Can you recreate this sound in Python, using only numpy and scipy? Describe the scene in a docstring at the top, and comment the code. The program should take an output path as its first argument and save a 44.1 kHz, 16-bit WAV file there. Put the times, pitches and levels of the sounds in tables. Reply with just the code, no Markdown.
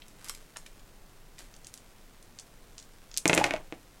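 """0-1.5 s: a thin plastic bag snaps and crinkles as it is pulled off a handful of dice and put aside.
1.5-3.2 s: the dice click softly in the palm. From 3.2 s: thrown into a shallow cardboard box, they
clack together, knock on its ringing bottom, bump its walls and tumble to rest; one topples at 3.7 s.
Throughout: a small room, one close microphone, a little hiss and rumble."""
import sys
import numpy as np
from scipy import signal
from scipy.fft import rfft, irfft
from scipy.io import wavfile

SR = 44100
rng = np.random.default_rng(int(sys.argv[2]) if len(sys.argv) > 2 else 0)


def transcribe(signal):
    """Save signal, clipped to [-1, 1], as a 16-bit WAV file at the path in sys.argv[1]."""
    frames = np.atleast_2d(signal).T
    limited = np.clip(frames, -1, 1)
    pcm = np.round(limited * 32767).astype(np.int16)
    wavfile.write(sys.argv[1], SR, pcm)


N = 176400
TIME_S = np.arange(N) / SR
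HIT_S, CLICK_S = TIME_S[:16384], TIME_S[:4096]


def box():
    """Dice land on the bottom, bump the walls and tumble on in light knocks."""
    # landings: t/s, level/dB, contact cut-off/Hz, panel thump/dB
    landings = [(3.2563, -8.5, 7150, 4.5), (3.2965, -7.5, 4600, 2), (3.2980, -9, 3600, -0.5),
                (3.3031, -22, 6000, 11.5), (3.3313, -7.5, 5600, 2.5), (3.336, -15.5, 6030, 0),
                (3.362, -24, 7000, 5), (3.3689, -19, 4500, 4), (3.3774, -5, 7750, 1),
                (3.381, -11, 6000, -4.5), (3.3995, -21.5, 6400, -18), (3.4413, -6.5, 6800, -12),
                (3.444, -10, 5630, -7.5), (3.4658, -23, 7000, -19), (3.5088, -16, 4330, -4),
                (3.538, -18.5, 5300, -5), (3.563, -24.5, 4000, -10), (3.7244, -28.5, 4100, 7)]
    # wall bumps: t/s, level/dB, f/Hz, t60/s
    bumps = [(3.4131, -15, 853, 0.053), (3.5391, -20, 644, 0.069)]
    # tumbling envelope: t/s, level/dB
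    tumble = [(3.30, -62), (3.35, -26), (3.40, -26.5), (3.47, -35), (3.559, -30.5), (3.60, -74),
              (3.69, -58)]
    landing_gain_db, tumbles_per_s = 0.5, 130
    out = np.zeros(N)
    for t_s, db, contact_hz, thump_db in landings:
        add(out, t_s, amp(db + landing_gain_db) * knock(contact_hz, thump_db))
    for t_s, db, hz, t60_s in bumps:
        add(out, t_s, amp(db) * np.sin(2 * np.pi * hz * HIT_S) * decay(t60_s))
    knocks = [knock(contact_hz=3600, thump_db=0) for spot in range(4)]
    times_s, levels_db = np.transpose(tumble)
    for k, t_s in enumerate(np.arange(times_s[0], times_s[-1], 1 / tumbles_per_s)):
        gain = amp(np.interp(t_s, times_s, levels_db))
        add(out, t_s + rng.random() / tumbles_per_s, gain * knocks[k % len(knocks)])
    return cut(out, (66, 15000), "band")


def knock(contact_hz, thump_db):
    """One blow on the bottom: crack, panel modes and dense ring, low-passed by the contact."""
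    # bottom panel modes: f/Hz, level/dB, t60/s
    modes = [(172, -29.5, 0.22), (284, -35.5, 0.2), (318, -11.5, 0.032), (339.4, -29.5, 0.2),
             (440, -21.5, 0.065), (626, -17, 0.027), (818, -22.5, 0.047), (1506, -22, 0.03),
             (1870, -23.5, 0.023), (2170, -18, 0.025), (2190, -16, 0.01), (2532, -15, 0.026)]
    # dense ring of the cardboard: f/Hz, relative density/dB
    cardboard = [(100, -4), (300, -3.5), (700, 6), (1300, -4.5), (2400, -8.5), (4000, -16), (7500, -17),
                 (15000, -16)]
    crack_db, ring_db, ring_t60_s = 10.5, 7.5, 0.2241
    thump_below_hz, thump_lag_s = 1200, 0.00027
    spread_db, detune = 3, 0.029  # from spot to spot
    out = amp(crack_db) * (HIT_S == 0)
    for hz, db, t60_s in modes:
        is_thump = hz < thump_below_hz
        age_s = HIT_S - thump_lag_s * is_thump
        gain = amp(db + spread_db * rng.normal() + thump_db * is_thump)
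        pitch_hz = hz * (1 + detune * rng.normal())
        out += gain * np.cos(2 * np.pi * pitch_hz * age_s) * decay(t60_s) * (age_s >= 0)
    ring = colour(rng.standard_normal(len(HIT_S)), cardboard) * swell(0.00057, ring_t60_s)
    return cut(out + amp(ring_db) * unit(ring), contact_hz, "low")


def dice_clacks():
    """Dice collide in the throw; the box reflects the clacks."""
    # collisions: t/s, level/dB, f/Hz, Q
    clacks = [(3.1744, -3, 6900, 0.85), (3.1809, -9.5, 6350, 0.86), (3.2787, -1.5, 7000, 1.5),
              (3.2868, -16.5, 6840, 3.6), (3.3413, -13, 7200, 3.2), (3.3492, -7, 8100, 1.4)]
    return dice_clicks(clacks, cutoff_ratio=1.88, echo_db=-12, echo_t60_s=0.033)


def dice_in_palm():
    """Dice touch softly; the hands reflect the clicks."""
    # touches: t/s, level/dB, f/Hz
    touches = [(1.5402, -35, 4900), (1.5647, -36.5, 6860), (1.646, -32.5, 6040), (1.6693, -27.5, 7150),
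               (1.74, -24, 7800), (1.776, -31.5, 6500), (2.227, -37, 7300), (2.3882, -26.5, 5430),
               (2.3975, -26.5, 6500), (2.781, -26, 5850), (2.7906, -31.5, 5800), (2.799, -33.5, 6100),
               (2.8267, -35, 5900), (3.1145, -32.5, 4900), (3.1419, -26, 5200), (3.1659, -23.5, 5000)]
    q, gain_db = 0.76, -0.5
    contacts = [(*row, q) for row in touches]
    return amp(gain_db) * dice_clicks(contacts, cutoff_ratio=1.51, echo_db=-0.5, echo_t60_s=0.013)


def dice_clicks(contacts, cutoff_ratio, echo_db, echo_t60_s):
    """Hard die on hard die: bright clicks a few cycles long; a slower contact has a lower cut-off."""
    out = np.zeros(N)
    for t_s, db, hz, q in contacts:
        contact_lowpass = signal.butter(6, cutoff_ratio * hz, fs=SR, output="sos")
        click = signal.sosfilt(contact_lowpass, resonate(CLICK_S == 0, hz, q))
        click /= np.abs(click).max()
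        add(out, t_s, amp(db) * near_echoes(click, echo_db, echo_t60_s))
    return cut(out, (740, 17700), "band")


def bag():
    """Each snap of the film sets off a burst of creases; fine crinkling runs below."""
    # snaps and taps: t/s, level/dB, f/Hz, Q
    snaps = [(0.0199, -36, 2950, 2.1), (0.0825, -40, 8600, 0.8), (0.245, -32, 8000, 0.41),
             (0.255, -38, 7000, 0.34), (0.285, -29.5, 6740, 0.61), (0.2977, -30, 1280, 1.2),
             (0.296, -21.5, 6400, 0.46), (.3485, -33, 6600, 0.48), (0.5608, -32.5, 1250, 0.44),
             (0.5693, -29, 7400, 1.3), (0.5702, -34, 1000, 0.35), (0.663, -35, 3270, 0.41),
             (0.795, -45.5, 4500, 0.59), (1.3832, -39.5, 2780, 0.69), (1.3899, -35.5, 6340, 0.75)]
    # crinkle envelope: t/s, level/dB
    crinkle_levels = [(0, -65), (.13, -65.5), (.22, -60), (.275, -52.5), (.36, -57.5), (.45, -64.5),
                      (1.37, -69.5), (1.40, -50), (1.47, -66.5)]
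    # crinkle spectrum: f/Hz, relative density/dB
    crinkle_spectrum = [(300, -5), (1500, 1), (4000, -4), (8500, -5), (12000, -11), (16000, -25)]
    snap_gain_db, crease_db, crease_tau_s = 12.5, -14.5, 0.0024
    out = np.zeros(N)
    for t_s, db, hz, q in snaps:
        creases = grains(len(CLICK_S), per_s=2300) * np.exp(-CLICK_S / crease_tau_s)
        snap = unit(resonate((CLICK_S == 0) + amp(crease_db) * creases, hz, q))
        add(out, t_s, amp(db + snap_gain_db) * near_echoes(snap, db=-4.5, t60_s=0.013))
    crinkle = unit(colour(grains(N, per_s=3000), crinkle_spectrum)) * np.sqrt(N)
    crinkle_db = np.interp(TIME_S, *np.transpose(crinkle_levels))
    return cut(out, 11000, "low") + amp(crinkle_db) * crinkle


def near_echoes(x, db, t60_s):
    """Adds reflections off the box or hands, different from every spot."""
    echoes = unit(rng.standard_normal(len(CLICK_S)) * swell(0.0042, t60_s, CLICK_S))
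    return x + amp(db) * signal.fftconvolve(x, echoes)[:len(x)]


def room(x, wet_db):
    """Adds a diffuse tail, each band with its own level and decay."""
    # reverberation: f/Hz, level/dB, t60/s
    reverb = [(99, -3.5, 0.33), (344, -5, 0.22), (990, -15, 0.13), (2530, -9.5, 0.12), (4500, -12, 0.11),
              (7950, -7.5, 0.16), (12100, -13.5, 0.16)]
    tail, edges_hz = 0, np.geomspace(70, 17000, 15)
    for low_hz, high_hz in zip(edges_hz, edges_hz[1:]):
        hz = np.sqrt(low_hz * high_hz)
        band = cut(rng.standard_normal(len(HIT_S)), [low_hz, high_hz], "band")
        band *= swell(0.037, at_hz(reverb, hz, column=2))
        tail += amp(at_hz(reverb, hz)) * unit(band) * np.sqrt(2 * (high_hz - low_hz) / SR)
    return x + amp(wet_db) * signal.fftconvolve(x, tail)[:N]


def noise_floor(rms_db):
    """Steady hiss and rumble."""
    # noise spectrum: f/Hz, relative density/dB
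    spectrum = [(11, -7), (20, 6), (37, -5), (55, -19.5), (96, -14.5), (220, -17.5), (486, -21.5),
                (2910, -32.5), (14300, -39)]
    return amp(rms_db) * unit(colour(rng.standard_normal(N), spectrum)) * np.sqrt(N)


def amp(db):
    """Decibels to gain."""
    return 10 ** (np.asarray(db) / 20)


def unit(x):
    """Scale to energy 1."""
    return x / np.sqrt(np.sum(x ** 2) + 1e-20)


def at_hz(points, hz, column=1):
    """Interpolate a table column over log frequency."""
    table = np.array(points)
    return np.interp(np.log(np.maximum(hz, 1)), np.log(table[:, 0]), table[:, column])


def colour(x, spectrum):
    """Shape a noise by a spectrum."""
    hz = np.linspace(0, SR / 2, len(x) // 2 + 1)
    return irfft(rfft(x) * amp(at_hz(spectrum, hz)), len(x))


def cut(x, hz, kind):
    """Second-order low-, high- or band-pass."""
    return signal.sosfilt(signal.butter(2, hz, kind, fs=SR, output="sos"), x + 1e-18)


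def decay(t60_s, age_s=HIT_S):
    """Exponential decay."""
    return np.exp(-np.minimum(np.log(1000) * age_s / t60_s, 40))


def swell(rise_s, t60_s, age_s=HIT_S):
    """Quick rise, then exponential decay."""
    return (1 - decay(rise_s, age_s)) * decay(t60_s, age_s)


def resonate(x, hz, q):
    """Broad resonance, applied twice for steep flanks."""
    b, a = signal.iirpeak(hz, max(q, hz / (0.4 * SR)), fs=SR)
    return signal.lfilter(b, a, signal.lfilter(b, a, x + 1e-18))


def grains(size, per_s):
    """Random impulses of uneven level."""
    fires = rng.random(size) < per_s / SR
    signs = rng.choice([-1, 1], size)
    levels_db = 6.7 * np.minimum(rng.exponential(1, size), 4)
    return fires * signs * amp(levels_db)


def add(out, t_s, x):
    """Mix x in at t_s."""
    start = int(t_s * SR)
    out[start:start + len(x)] += x[:N - start]


def scene():
    """One microphone on both channels; bag, palm and throw each have their own room tail."""
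    floor = noise_floor(rms_db=-52.5)
    palm = dice_in_palm()
    handling = room(bag(), wet_db=3.5) + room(palm, wet_db=3.5)
    throw = room(dice_clacks() + box(), wet_db=-2.5)
    return np.tile(floor + handling + throw, (2, 1))


def record(dry):
    """Soft clipping, then a steep low-pass."""
    ceiling, cutoff_hz = 0.8, 15900
    rounded = ceiling * np.tanh(dry / ceiling)
    return signal.sosfilt(signal.ellip(10, 0.1, 80, cutoff_hz, fs=SR, output="sos"), rounded)


dry = scene()
out = record(dry)
transcribe(out)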